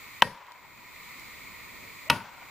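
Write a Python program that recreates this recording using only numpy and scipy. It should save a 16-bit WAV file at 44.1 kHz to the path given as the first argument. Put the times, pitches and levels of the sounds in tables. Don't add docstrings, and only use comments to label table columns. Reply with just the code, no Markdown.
import sys
import numpy as np
from scipy import signal
from scipy.fft import rfft, irfft, next_fast_len
from scipy.io import wavfile
from scipy.ndimage import map_coordinates

SR = 44100
rng = np.random.default_rng(int(sys.argv[2]) if len(sys.argv) > 2 else 0)


def boost(x):
    u = np.asarray(x, float) / 20
    return 10 ** u


def generate_wav(signal):
    frames = np.transpose(np.atleast_2d(signal))
    scaled = np.clip(frames, -1, 1) * 32767
    pcm = np.round(scaled).astype(np.int16)
    wavfile.write(sys.argv[1], SR, pcm)


N = 110250


def unit(x):
    return x / np.sqrt(np.mean(x ** 2) + 1e-20)


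def along(points, hz):
    point_hz, value = np.transpose(points)
    return np.interp(np.log(hz + 1), np.log(point_hz + 1), value)


def coloured(x, points):
    size = next_fast_len(x.shape[-1] + 8192)
    gain = boost(along(points, np.fft.rfftfreq(size, 1 / SR)))
    return irfft(rfft(x, size) * gain, size)[..., :x.shape[-1]]


def wobble(rate):
    knots = rng.standard_normal(int(N * rate / SR) + 4)
    return map_coordinates(knots, [np.arange(N) * rate / SR])


def add(track, x, start_s):
    part = track[..., max(round(start_s * SR), 0):][..., :x.shape[-1]]
    part += x[..., :part.shape[-1]]


def pan(db):
    return boost([[db], [-db]])


def stereo(mid, side):
    return np.array([mid + side, mid - side])


def burst(points, t60):
    t = np.arange(SR // 10) / SR
    noise = unit(coloured(rng.standard_normal(len(t)), points))
    rise = np.sin(np.pi / 2 * np.clip(t / 0.00037, 0, 1)) ** 2
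    return noise * boost(-60 * t / t60) * rise


def puff(points, db, t60, side_db):
    t = np.arange(SR // 2) / SR
    noise = unit(coloured(rng.standard_normal((2, len(t))), points))
    level_db = np.array([[db], [db + side_db]])
    fade_db = 60 * (t / t60) ** 1.42
    mid, side = noise * boost(level_db - fade_db) * (1 - np.exp(-t / 0.0043))
    return stereo(mid, side)


# delay in seconds, level in dB.
FIBRE_SPLITS = [
    [(.0008, -20), (.0018, 1), (.0030, -1), (.0040, 0.5), (.0052, -24.5)],
    [(.0006, 4), (.0016, 4.5), (.0028, -4), (.0038, 5.5), (.0050, 5)],
]
# frequency in Hz, level in dB.
CRACK_COLOUR = [(300, -42), (800, -10), (3000, 4), (6000, -16), (10000, -10), (14500, -20), (15800, -60)]
# frequency in Hz, level in dB, 60 dB decay in seconds,
# start delay in seconds.
FIRST_CUT_TONES = [(160, -30.5, 0.026, 0.0012), (580, -6.5, 0.032, 0.00211), (810, -7, 0.0087, 0.00321),
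                   (969, -2.5, 0.099, 0.002113), (1197, -4, 0.019, 0.00375), (1570, -7.5, 0.023, 0.00358),
                   (1870, -3, 0.021, 0.00131), (2620, -5, 0.02, 0.00102), (3103, -4.5, 0.024, 0.000942),
                   (3536, -8, 0.013, 0.000994), (5730, -14.5, 0.0055, 0.000945)]
SECOND_CUT_TONES = [(163, -26, 0.037, 0.002), (610, -10.5, 0.029, 0.00273), (805, -28, 0.02, 0.0029),
                    (948, -10, 0.081, 0.003), (1220, -8.5, 0.028, 0.00123), (1487, -6.5, 0.027, 0.002075),
                    (1943, -10, 0.021, 0.002), (2210, -11, 0.014, 0.00113), (2587, -3.5, 0.015, 0.00101),
                    (2946, -13, 0.011, 0.00104), (3050, -10, 0.013, 0.0012),
                    (3666, -15.5, 0.0081, 0.000974), (4120, -13.5, 0.01, 0.000904),
                    (5110, -12, 0.0098, .0006)]
# frequency in Hz, level in dB.
CUT_DIPS = [
    [(1100, 0.5), (1250, -6), (1400, 1.5), (2050, -1.5), (2300, 2), (2500, -0.5)],
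    [(1500, -0.5), (1700, -14), (1850, -1.5), (2050, 0), (2250, 0)],
]
# frequency in Hz, level in dB.
GROUND_BOUNCE = [(30, -26), (80, -4), (150, 12), (270, -13), (560, 2), (720, -2), (850, -0.5)]


def chop(k):
    tones = (FIRST_CUT_TONES, SECOND_CUT_TONES)[k]
    lodge_s = (0.0062, 0.0058)[k]
    rock_s, ring_lodge_db = (0.012, 0.0155)[k], (2, 6)[k]
    wood, ring = np.zeros(SR // 5), np.zeros(SR // 5)
    t = np.arange(SR // 10) / SR
    for i, (hz, level_db, t60, delay_s) in enumerate(tones):
        swell = 1 - np.exp(-t * hz / 0.9)
        tone = boost(level_db - 4 - 60 * t / t60) * np.sin(2 * np.pi * hz * t) * swell
        add(ring if i == 3 else wood, tone, delay_s)
    for delay_s, db in FIBRE_SPLITS[k]:
        dulling = [(4530, 0), (7400, -1000 * delay_s)]
        crack = coloured(burst(CRACK_COLOUR, 0.0044), dulling)
        add(wood, boost(db - 14) * crack, delay_s)

    def after(start_s):
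        return np.clip((np.arange(len(wood)) / SR - start_s) / 0.00036, 0, 1)

    wood = wood * boost(-5.5 * after(lodge_s))
    ring = ring * boost(-ring_lodge_db * after(lodge_s) - 16 * after(rock_s))
    return coloured(coloured(wood + ring, GROUND_BOUNCE), CUT_DIPS[k])


# frequency in Hz, level in dB.
THUD_COLOURS = [
    [(25, -14), (60, -15), (110, -7.5), (200, -6.5), (330, -14.5), (700, -26), (1500, -86)],
    [(25, -24), (60, -6), (110, -1.5), (200, 0.5), (330, -5), (700, -29), (1500, -39)],
]


def ground_thud(k):
    return puff(THUD_COLOURS[k], -26.5, (0.25, 0.27)[k], side_db=-16.5)


# frequency in Hz, level in dB.
SPLINTER_COLOUR = [(1500, -20), (3000, -7), (5000, 3.5), (7000, -14.5), (10000, 4.5), (12500, -3.5),
                   (13600, -5)]
# frequency in Hz, level in dB.
TREBLE_END = [(13800, -60), (14600, -110)]


def splinters(k):
    return puff(SPLINTER_COLOUR + TREBLE_END[1:], (-34.5, -36)[k], (0.3, 0.25)[k], side_db=1.5)


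# delay in seconds, level in dB.
TRUNK_ECHOES = [
    [(.023, -33), (.029, -34), (.051, -27), (.064, -29), (.081, -24), (.092, -27), (.110, -38), (.122, -42),
     (.178, -30), (.222, -33), (.237, -28), (.252, -31), (.283, -28), (.299, -33), (.314, -31), (.329, -32),
     (.362, -42)],
    [(.019, -20), (.026, -18), (.049, -21), (.059, -19), (.071, -29), (.081, -20.5), (.091, -28),
     (.103, -20), (.116, -28), (.150, -36), (.178, -33), (.190, -32), (.215, -32), (.275, -32.5),
     (.325, -35)],
]
# frequency in Hz, level in dB.
TRUNK_COLOURS = [
    [(300, -20), (600, -17), (800, 0), (970, -6.5), (1200, -10), (2500, -8), (6000, -23)],
    [(300, -20), (700, -10), (950, 8), (1200, -2), (1470, 4.5), (1750, -4), (2600, -8), (6000, -28)],
]


def single_trunks(hit, k):
    echoes = TRUNK_ECHOES[k]
    taps = np.zeros((2, SR // 2))
    for (delay_s, db), side in zip(echoes, rng.standard_normal(len(echoes))):
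        lean_db = 1.3 * side * np.array([1, -1])
        taps[:, round(delay_s * SR)] = boost(db + lean_db) * np.sign(side)
    bark_t60 = 0.028
    smear = signal.lfilter([1], [1, -boost(-60 / (bark_t60 * SR))], np.abs(taps))
    taps = taps + boost(-26) * rng.standard_normal(taps.shape) * smear
    return signal.fftconvolve(coloured(hit, TRUNK_COLOURS[k] + TREBLE_END)[None], taps, axes=1)


def trees(x, decay, tone, build_s):
    hz, t, noise = signal.stft(rng.standard_normal((2, SR)), SR, nperseg=256)
    level_db = along(tone, hz)[:, None] - 60 * t / along(decay, hz)[:, None]
    tail = signal.istft(noise * boost(level_db), SR, nperseg=256)[1]
    length = tail.shape[1]
    build = np.clip(np.arange(length) / SR / build_s, 0, 1) ** 2
    tail = tail * build * boost(2 * wobble(69)[:length])
    echo = signal.fftconvolve(x[None], tail / np.linalg.norm(tail[0]), axes=1)
    mid, side = echo * boost([[0], [-13.5]])
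    return stereo(mid, side)


# frequency in Hz, 60 dB decay in seconds.
NEAR_DECAY = [(100, 0.32), (400, 0.34), (1000, 0.098), (2500, 0.18), (6000, 0.038), (14000, 0.25)]
# frequency in Hz, level in dB.
NEAR_COLOURS = [
    [(150, 6), (350, 10), (550, -4), (1000, -7.5), (1900, 0.5), (3000, -12), (5000, -11), (13500, -6)],
    [(150, -1), (350, -9), (550, -6.5), (1000, 4), (1400, 0), (3000, -8), (5000, -15), (13500, -13)],
]


def near_trees(hit, k):
    return boost(-6) * trees(hit, NEAR_DECAY, NEAR_COLOURS[k] + TREBLE_END[1:], build_s=0.0014)


# frequency in Hz, 60 dB decay in seconds.
FAR_DECAY = [(100, 0.3), (500, 1.33), (1000, 1.43), (1600, 1.2), (4000, 0.82), (14000, 0.6)]
# frequency in Hz, level in dB.
FAR_COLOURS = [
    [(300, -14), (550, -3.5), (800, -2), (970, 13), (1150, 0.5), (1900, 0), (3000, -5.5), (7000, -16.5), ],
    [(300, -21), (600, -8), (950, 0), (1150, -4), (1480, -1.5), (1750, -10), (2600, -8), (7000, -19.5)],
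]


def deep_forest(k):
    tail = trees(np.ones(1), FAR_DECAY, [(1, 0)], build_s=0.0053)
    return boost((12, 14)[k]) * coloured(tail, FAR_COLOURS[k] + TREBLE_END)


# start in seconds, peak level in dB, gain duck in dB.
AXE_BLOWS = [
    (0.22, -2, -12.5),
    (2.099, -2, -7),
]


def axe():
    out = np.zeros((2, N))
    tail_pan = pan(1.45)
    for k, (start_s, db, _) in enumerate(AXE_BLOWS):
        hit = boost(db + 5) * chop(k)
        add(out, pan(1.05) * hit, start_s)
        add(out, tail_pan * ground_thud(k), start_s)
        add(out, splinters(k), start_s)
        add(out, tail_pan * single_trunks(hit, k), start_s)
        add(out, tail_pan * near_trees(hit, k), start_s)
        add(out, tail_pan * deep_forest(k), start_s)
    return out


def swish():
    start_s, end_s = 2.035, 2.1
    progress = (np.arange(N) / SR - start_s) / (end_s - start_s)
    hz = np.interp(progress, (0, 1), (380, 720))
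    strength = np.clip(progress, 0, 1) * (progress < 1) * (1 + 0.5 * wobble(120))
    phase = 2 * np.pi * np.cumsum(hz) / SR + 0.9 * wobble(90)
    return boost(-48.5) * strength * np.sin(phase)


# start in seconds, level in dB.
CHIP_FALLS = [
    (0.467, -37),
    (.520, -32.5),
    (.775, -44),
    (.96, -45.5),
    (1.196, -40.5),
    (2.455, -45),
]
# frequency in Hz, level in dB.
CHIP_COLOUR = [(1500, -30), (3500, 7), (6000, -3.5), (9000, -5), (13000, 3), (14300, -70)]


def chips():
    out = np.zeros((2, N))
    for start_s, db in CHIP_FALLS:
        tick = np.array([burst(CHIP_COLOUR, 0.0062), burst(CHIP_COLOUR, 0.012)])
        add(out, boost(db) * tick, start_s)
    return out


def layer(mid_points, side_points, levels_db, flutter_db, rate):
    mid_db, side_db = levels_db
    mid = boost(mid_db) * unit(coloured(rng.standard_normal(N), mid_points))
    side = boost(side_db) * unit(coloured(rng.standard_normal(N), side_points))
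    return stereo(mid, side) * boost(flutter_db * wobble(rate))


# frequency in Hz, level in dB.
RUMBLE_MID = [(12, -21), (20, -8), (76, -2), (250, -5), (468, -9), (641, -10.5), (850, -24), (1100, -42),
              (1870, -120)]
RUMBLE_WIDE = [(12, -32.5), (20, -6), (161, -3), (376, -6), (440, -6.5), (850, -10), (1100, -37.5),
               (1870, -120)]
HOUSING_MID = [(470, -30.5), (800, -17.5), (992, -7.5), (1310, -10.5), (1680, -21), (1830, -6.5),
               (2180, -1.5), (2490, -4.5), (2900, -26), (3770, -40), (6380, -120)]
HOUSING_WIDE = [(470, -36), (800, -24), (910, -1.5), (1050, 1.5), (1600, -5), (1840, -1), (2190, 0.5),
                (2900, -10), (3770, -47), (6380, -120)]
HISS_MID = [(1680, -12.5), (2850, -1.5), (4090, 2), (5610, -7.5), (6480, -5), (7150, -1), (9740, -12),
            (11800, -10), (13700, -18)]
HISS_WIDE = [(1680, -34.5), (2850, -16), (3470, -10), (4310, -4.5), (5690, -17), (6930, -10), (8440, -19),
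             (12100, -22.5), (13000, -19.5)]
# frequency in Hz, level in dB.
HISS_END = [(14100, -53), (14600, -80)]


def mechanism():
    rumble = layer(RUMBLE_MID, RUMBLE_WIDE, (-58.5, -60), flutter_db=1.2, rate=7.13)
    housing = layer(HOUSING_MID, HOUSING_WIDE, (-48, -56), flutter_db=0.19, rate=26.2)
    hiss = layer(HISS_MID + HISS_END, HISS_WIDE + HISS_END, (-56, -57), flutter_db=0.25, rate=3.5)
    whine_hz = 14836
    whine = boost(-56.5) * pan(-0.7) * np.sin(2 * np.pi * whine_hz * np.arange(N) / SR)
    return rumble + housing + hiss + whine


def scene():
    return axe() + swish() + chips() + mechanism()


# start in seconds, end in seconds, low edge in Hz,
# high edge in Hz.
TREBLE_GAPS = [
    (.2100, .2175, 2900, 13500),
    (2.0875, 2.0955, 2900, 17000),
]


def treble_gaps(x):
    t = np.arange(N) / SR
    for start_s, end_s, low_hz, high_hz in TREBLE_GAPS:
        edges = [(low_hz - 400, -90), (low_hz, 0), (high_hz, 0), (high_hz + 400, -90)]
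        inside = np.clip(np.minimum(t - start_s, end_s - t) / 0.001 + 0.5, 0, 1)
        x = x - coloured(x, edges) * (1 - boost(-40)) * inside
    return x


def gain_control():
    wait_s, drop_s, hold_s, recover_db_per_s = 0.0049, 0.0034, 0.18, 19.5
    t, gain_db = np.arange(N) / SR, np.zeros(N)
    for start_s, _, duck_db in AXE_BLOWS:
        since = t - start_s - wait_s
        climb_db = recover_db_per_s * np.clip(since - hold_s, 0, None)
        drop = 1 - np.exp(-np.clip(since, 0, None) / drop_s)
        gain_db = gain_db + np.minimum(duck_db + climb_db, 0) * drop
    return gain_db


def roll_off(x):
    return signal.sosfilt(signal.butter(12, 16480, fs=SR, output="sos"), x)


def record(dry):
    gain_db = gain_control()
    treble = coloured(dry, [(6000, -50), (9000, 0), (13600, 0), (14200, -50)])
    ducked = dry - treble * (1 - boost(0.43 * gain_db))
    x = treble_gaps(ducked * boost(gain_db))
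    ceiling = 0.84
    x = x / (1 + np.abs(x / ceiling) ** 6) ** (1 / 6)
    x = signal.sosfilt(signal.butter(16, 15900, fs=SR, output="sos"), x)
    return roll_off(x)


dry = scene()
out = record(dry)
generate_wav(out)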